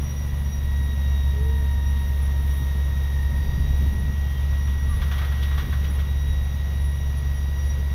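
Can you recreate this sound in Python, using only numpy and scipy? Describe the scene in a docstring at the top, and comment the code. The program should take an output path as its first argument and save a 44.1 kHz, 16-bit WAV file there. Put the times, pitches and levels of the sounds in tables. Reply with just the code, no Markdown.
"""Fire engine pumping at a house fire

A six-cylinder diesel drives the pump, sagging a little under load: the exhaust drones beneath
a throbbing gear whine, and the teeth rattle in spells. Hose jets roar and hiss, and slugs of water
splatter on the roof, mostly in one flurry. Gusts buffet the microphone; faint whistles come and go."""
import sys
import numpy as np
from scipy import signal
from scipy.fft import rfft, irfft, next_fast_len
from scipy.io import wavfile

SR = 44100
rng = np.random.default_rng(int(sys.argv[2]) if len(sys.argv) > 2 else 0)


def generate_wav(sig):
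    """Save sig (samples, or channels by samples) to the path in sys.argv[1] as 16-bit PCM at SR."""
    pcm = np.round(np.clip(np.atleast_2d(sig).T, -1, 1) * 32767).astype(np.int16)
    wavfile.write(sys.argv[1], SR, pcm)


N = 350154
TIME = np.arange(N) / SR
FFT_SIZE = next_fast_len(N, real=True)
BIN_HZ = np.fft.rfftfreq(FFT_SIZE, 1 / SR)

# pump speed, sagging under load and recovering: (time [s], tooth-mesh pitch [Hz])
MESH_PITCH = [(0, 988), (0.55, 957.5), (1.1, 947.8), (1.5, 945.2), (2.6, 942), (3.05, 946.6), (3.45, 947.2),
              (3.9, 952.4), (5.2, 955.9), (5.5, 954.6), (6.1, 956.5), (7, 955.7), (7.94, 956.6)]
# exhaust drone at the firing rate: (time [s], level [dB])
DRONE_LEVEL = [(0.03, -26.5), (0.68, -23.5), (1.25, -20), (3.71, -23), (3.8, -19), (4.13, -26.5),
               (4.19, -21.5), (5.05, -22), (5.62, -22.5), (5.66, -34), (5.71, -22.5), (7.9, -23)]
# exhaust overtones: (multiple of crank speed, starting level [dB], slope [dB/s])
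EXHAUST_OVERTONES = [(5, -39.5, -0.14), (6, -38, -0.1), (8, -74.5, 2.5), (9, -45, -1), (10, -59, 0.5),
                     (12, -73, -2.5)]
# gear whine, the 2nd mesh harmonic: (time [s], level [dB])
WHINE_LEVEL = [(0.0, -58), (0.4, -51.5), (0.53, -59), (0.72, -45.5), (0.99, -48.5), (5.37, -46.5),
               (5.44, -44.5), (5.9, -50), (7.86, -49.5), (7.9, -49)]
# the octave above the whine, fading in and out: (time [s], level [dB])
WHINE_OCTAVE_LEVEL = [(0, -69), (0.4, -64), (0.57, -56), (1.1, -52), (1.95, -55), (2.15, -61), (2.55, -57),
                      (3.0, -55), (3.25, -57.5), (3.85, -53.5), (4.15, -64), (4.8, -61.5), (5.7, -54.5),
                      (5.95, -62), (6.3, -53), (7.0, -58.5), (7.9, -59)]
# other gear tones: (mesh harmonic, offset [crank speeds], free level [dB], rattling level [dB])
GEAR_TONES = [(1, 0, -59.5, -49.5), (1, 3, -80, -75.5), (2, -3, -61, -66), (2, -2, -68, -49),
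              (2, 2, -86, -60), (3, -3, -66.5, -70), (3, 0, -66.5, -67), (4, -3, -68, -66.5),
              (5, 0, -74, -71), (6, 0, -63, -67)]
# the gears rattle while the load drags the speed down: (peak time [s], half length [s], depth [0-1])
RATTLE_SPELLS = [(1.596, 0.39, 0.75), (2.5, 0.64, 0.45), (3.355, 0.29, 0.92)]
# the 5th mesh harmonic sings out: (peak time [s], half length [s], level [dB])
GEAR_SINGING = [(3.55, 0.18, -64), (7.55, .35, -69)]

# tone colour of the jets' roar: (frequency [Hz], relative level [dB])
ROAR_SPECTRUM = [(150, 3), (300, 5), (450, 9.5), (700, 5.5), (1100, 4), (1550, -0.5), (2000, 2.5),
                 (2500, -2.5), (3100, -2), (3700, 0.5), (4200, -9), (5000, -10), (5750, -5.5), (6700, -11)]
# tone colour of the fine spray: (frequency [Hz], relative level [dB])
SPRAY_SPECTRUM = [(7500, -22.5), (8300, -9.5), (9300, -7), (10000, -6.5), (10600, -1), (11500, -2),
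                  (13000, 2.5), (14000, 2), (15500, -4)]
# spray swells as the jets sweep: (peak time [s], half length [s], level [dB])
SPRAY_SWELLS = [(2.13, 0.22, -57), (2.58, 0.19, -53), (3.1, .35, -62), (3.82, .14, -56), (5.2, .25, -55.5),
                (5.7, 0.39, -57)]
# a jet hits the roof: (time [s], relative level [dB], decay [s], brightness [dB])
ROOF_SLAPS = [(1.96, -48, .04, 5), (2.5, -54, 0.12, 7), (4.53, -49, 0.033, -1), (4.67, -46, 0.036, 5),
              (5.017, -37, 0.024, 0), (5.112, -37.5, 0.049, -0.5), (5.181, -37, .025, 2),
              (5.213, -39.5, 0.034, -5), (5.245, -39, 0.016, 1), (5.32, -43, 0.023, 1),
              (5.428, -39.5, 0.019, 12), (5.51, -45, 0.057, -7), (5.579, -35, 0.034, 1.5),
              (5.728, -37.5, 0.018, -5), (5.844, -40, 0.018, 4), (5.988, -42.5, 0.027, -1)]
# dull body of the roof under water: (frequency [Hz], relative level [dB])
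ROOF_SPECTRUM = [(450, -8), (750, -4.5), (950, -6), (1130, 4), (1300, 0), (1550, 0.5), (2200, -3.5),
                 (3500, -38), (7000, -30)]
# bright splash on top of it: (frequency [Hz], relative level [dB])
SPLASH_SPECTRUM = [(1000, -16), (2200, -9), (3400, 1.5), (4300, -11), (6200, -17), (7500, -36), (9500, -22),
                   (13500, -16), (16000, -27)]

# deep wind rumble: (frequency [Hz], relative level [dB])
RUMBLE_SPECTRUM = [(5, -36), (22, -10), (45, -3), (70, -7), (100, -7.5), (135, -18), (180, -17.5),
                   (300, -58)]
# low-mid wind buffeting: (frequency [Hz], relative level [dB])
BUFFET_SPECTRUM = [(70, -24), (120, 3), (165, -1.5), (220, -4), (280, -10), (360, -16.5), (520, -24),
                   (800, -53)]
# gusts: (peak time [s], half length [s], rumble level [dB], buffeting level [dB])
GUSTS = [(1.45, .16, -35, -57), (3.586, 0.22, -23.5, -37.5), (3.97, 0.15, -28, -37), (4.91, 0.22, -27, -45),
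         (5.72, 0.19, -29.5, -49), (6.3, 0.41, -32, -54)]
# single puffs on the microphone: (peak time [s], level [dB], half length [s])
PUFFS = [(2.617, -33.5, .025), (3.344, -34.5, .025), (3.819, -28, 0.014), (3.868, -33, 0.02),
         (4.1, -32, 0.041), (5.61, -35, 0.038), (5.683, -29.5, 0.023), (5.842, -34, .025),
         (5.913, -34.5, 0.024)]

# lower and upper whistle: (pitch [Hz], half width [Hz])
WHISTLE_BANDS = [(5752, 16), (10552, 24)]
# the same two between flares: (level [dB], spurt depth [dB])
WHISTLE_REST = [(-60, -1.5), (-62, 1.5)]
# whistle flares: (peak time [s], half length [s], lower whistle level [dB], upper whistle level [dB])
WHISTLE_FLARES = [(0.074, 0.15, -45.5, -57.5), (0.56, 0.047, -47.5, -62), (1.888, 0.06, -51.5, -62),
                  (2.255, .03, -62, -50), (2.515, 0.11, -56, -57), (4.004, 0.015, -68, -48),
                  (4.65, 0.09, -51, -70), (4.937, 0.11, -66, -53), (5.933, 0.027, -69, -46.5),
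                  (6.886, 0.11, -58, -57), (7.19, 0.023, -69, -51), (7.37, 0.04, -54, -54),
                  (7.61, .035, -49, -70), (7.698, 0.052, -47, -65)]
# a faint, arching moan: (time [s], pitch [Hz], level [dB])
MOAN = [(1.29, 377, -55), (1.37, 412, -44), (1.43, 438, -43), (1.49, 450, -41), (1.54, 453, -48),
        (1.63, 438, -50), (1.68, 430, -65)]
# a thin squeal: (time [s], pitch [Hz], level [dB])
SQUEAL = [(4.11, 3183, -72), (4.14, 3170, -61), (4.25, 3200, -59), (4.38, 3176, -53), (4.43, 3160, -71)]
# a quick falling chirp: (time [s], pitch [Hz], level [dB])
CHIRP = [(4.88, 1202, -65), (4.913, 1186, -41.5), (4.938, 1140, -46), (4.955, 1120, -62)]


def exhaust(crank_turns, waver=0.093, overtone_waver=0.12, jitter_turns=0.0015):
    """Firing pulses rounded by the muffler: a deep drone, with weaker overtones from unequal cylinders."""
    angle = 2 * np.pi * (crank_turns + jitter_turns * drift(7.0))
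    firing = np.cos(3 * angle)  # three firings a turn
    drone = amp(curves(DRONE_LEVEL)[0]) * (1 + waver * drift(7.4)) * firing
    for order, db, slope in EXHAUST_OVERTONES:
        level = amp(db + slope * TIME) * (1 + overtone_waver * drift(2.4))
        drone += level * np.cos(round(order) * angle)
    return np.sqrt(2) * drone


def gears(mesh_cycles, crank_turns, flutter_db=1, octave_flutter_db=2.5, fade_db=2, rough_db=2.3):
    """Meshing teeth whine, fluttering in the moving air; rattle lifts the fundamental and some sidebands."""
    def tone(db, harmonic, offset=0, waver_rad=0.21):
        """A mesh harmonic, shifted by a multiple of the crank speed."""
        cycles = round(harmonic) * mesh_cycles + round(offset) * crank_turns
        return amp(db) * np.cos(2 * np.pi * cycles + waver_rad * drift(14))

    whine = tone(curves(WHINE_LEVEL)[0] + flutter_db * drift(26), harmonic=2)
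    whine += tone(curves(WHINE_OCTAVE_LEVEL)[0] + octave_flutter_db * drift(12), harmonic=4)
    rattle = sum(depth * swell(s, half) for s, half, depth in RATTLE_SPELLS)
    for harmonic, offset, free_db, rattling_db in GEAR_TONES:
        db = free_db + rattle * (rattling_db - free_db)
        whine += tone(db + fade_db * drift(1.07) + rough_db * drift(48), harmonic, offset)
    for s, half, db in GEAR_SINGING:
        whine += swell(s, half) * tone(db, harmonic=5)
    return np.sqrt(2) * whine


def hose_jets(crank_turns, roar_db=-46, rise_db=0.73, waver_db=0.43, pulse_depth=0.015):
    """Water and machinery roar, pulsing a little with each firing and rising gently once."""
    level = amp(roar_db + rise_db * swell(4.5, half=1.9) + waver_db * drift(2.9))
    firing_pulse = 1 + pulse_depth * np.cos(2 * np.pi * 3 * crank_turns)
    return level * firing_pulse * noise(colour(ROAR_SPECTRUM))


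def spray(bed_db=-54, slope_db_per_s=-0.22, flicker_db=0.55):
    """Fine spray lays down an airy hiss that swells as the jets sweep."""
    bed = amp(bed_db + slope_db_per_s * TIME)
    sweeps = [amp(db) * swell(s, half) for s, half, db in SPRAY_SWELLS]
    flicker = amp(flicker_db * drift(14))
    return power_sum([bed] + sweeps) * flicker * noise(colour(SPRAY_SPECTRUM))


def roof_splatter(dull_trim_db=-0.6, bright_trim_db=-3.4, attack_s=0.0079, grain_db=0.4):
    """Slugs of water slap the roof, each a clump of drops, over a swell of pattering run-off."""
    runoff = amp(-47.5) * swell(5.41, half=0.63)
    dull, bright = [runoff], [runoff]
    for s, db, decay_s, tilt_db in ROOF_SLAPS:
        slap = amp(db) * burst(s - attack_s / 2, attack_s, decay_s)
        dull.append(slap * amp(-tilt_db / 2))
        bright.append(slap * amp(tilt_db / 2))
    body = amp(dull_trim_db) * power_sum(dull) * noise(colour(ROOF_SPECTRUM))
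    splash = amp(bright_trim_db) * power_sum(bright) * noise(colour(SPLASH_SPECTRUM))
    grain = unit_rms(amp(grain_db * drift(300)))
    return (body + splash) * grain


def wind(rumble_db=-32.5, buffet_db=-41.5, easing_db_per_s=-0.4):
    """A breeze rumbles on the microphone, swelling in gusts and breaking into short puffs."""
    low_gusts = [amp(db) * swell(s, half) for s, half, db, _ in GUSTS]
    rumble = power_sum([amp(rumble_db)] + low_gusts) * noise(colour(RUMBLE_SPECTRUM))
    breeze = amp(buffet_db + easing_db_per_s * TIME)
    mid_gusts = [amp(db) * swell(s, half) for s, half, _, db in GUSTS]
    puffs = [amp(db) * swell(s, half) for s, db, half in PUFFS]
    buffeting = power_sum([breeze] + mid_gusts + puffs) * noise(colour(BUFFET_SPECTRUM))
    return rumble + buffeting


def whistles(spurt_hz=14):
    """Noise in two sharp resonances: thin, high tones that come in spurts and sometimes flare up."""
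    out = np.zeros(N)
    for k, ((hz, half_width), (rest_db, spurt_db)) in enumerate(zip(WHISTLE_BANDS, WHISTLE_REST)):
        spurts = amp(rest_db) * unit_rms(amp(spurt_db * drift(spurt_hz)))
        flares = [amp(levels[k]) * swell(s, half) for s, half, *levels in WHISTLE_FLARES]
        resonance = 1 / (1 + ((BIN_HZ - hz) / half_width) ** 2)
        out += power_sum([spurts] + flares) * noise(resonance)
    return out


def gliding_tone(path, waver=0.12):
    """A brief, nearly pure tone that slides in pitch and trembles in level."""
    hz, db = curves(path)
    gate = (TIME > path[0][0]) & (TIME < path[-1][0])
    envelope = gate * amp(db) * (1 + waver * drift(40))
    return np.sqrt(2) * envelope * np.sin(2 * np.pi * np.cumsum(hz) / SR)


def amp(db):
    """Decibels to gain."""
    return 10 ** (np.asarray(db) / 20)


def unit_rms(x):
    """Scales to rms 1."""
    return x / np.sqrt(np.mean(x ** 2) + 1e-20)


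def power_sum(levels):
    """Joint level of unrelated sounds: their powers add."""
    return np.sqrt(sum(level ** 2 for level in levels))


def curves(rows):
    """Automation lanes: each column after the time, joined by straight lines."""
    times, *columns = np.transpose(rows)
    return [np.interp(TIME, times, column) for column in columns]


def swell(peak_s, half):
    """Bell-shaped envelope, down to 1/e at `half` seconds either side of its peak."""
    return np.exp(-((TIME - peak_s) / half) ** 2)


def burst(start_s, attack_s, decay_s):
    """Percussive envelope: a straight attack and an exponential tail."""
    age = np.maximum(TIME - start_s, 0)
    return np.minimum(age / attack_s, 1) * np.exp(-np.maximum(age - attack_s, 0) / decay_s)


def drift(hz, points=8192):
    """Smooth random modulation of rms 1, rolling off above hz."""
    rates = np.fft.rfftfreq(points, TIME[-1] / points)
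    wander = irfft(rfft(rng.standard_normal(points)) / (1 + (rates / hz) ** 4))
    return unit_rms(np.interp(TIME, np.linspace(0, TIME[-1], points), wander))


def colour(spectrum, skirt_db_per_octave=120):
    """EQ curve through a spectrum's points, falling steeply beyond its ends."""
    hz, db = np.transpose(spectrum)
    octave, knots = np.log2(BIN_HZ + 1), np.log2(hz + 1)
    octaves_outside = abs(octave - np.clip(octave, knots[0], knots[-1]))
    return amp(np.interp(octave, knots, db) - skirt_db_per_octave * octaves_outside)


def noise(eq):
    """Noise of rms 1, shaped by a gain at each frequency."""
    white = rfft(rng.standard_normal(FFT_SIZE))
    return unit_rms(irfft(white * eq, FFT_SIZE)[:N])


def scene(gear_teeth=41):
    """One shaft speed drives exhaust and gears; water, wind and faint tones fill out the mono mix."""
    mesh_cycles = np.cumsum(curves(MESH_PITCH)[0]) / SR
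    crank_turns = mesh_cycles / gear_teeth
    engine = exhaust(crank_turns) + gears(mesh_cycles, crank_turns)
    faint_tones = whistles() + gliding_tone(MOAN) + gliding_tone(SQUEAL) + gliding_tone(CHIRP)
    water = hose_jets(crank_turns) + spray() + roof_splatter()
    return (engine + water + wind() + faint_tones)[None]


def record(dry, cutoff_hz=15720):
    """A steep low-pass trims the very top of the hiss."""
    taps = signal.firwin(1023, cutoff_hz, window=("kaiser", 9), fs=SR)
    return signal.oaconvolve(dry, taps[None], "same")


dry = scene()
out = record(dry)
generate_wav(out)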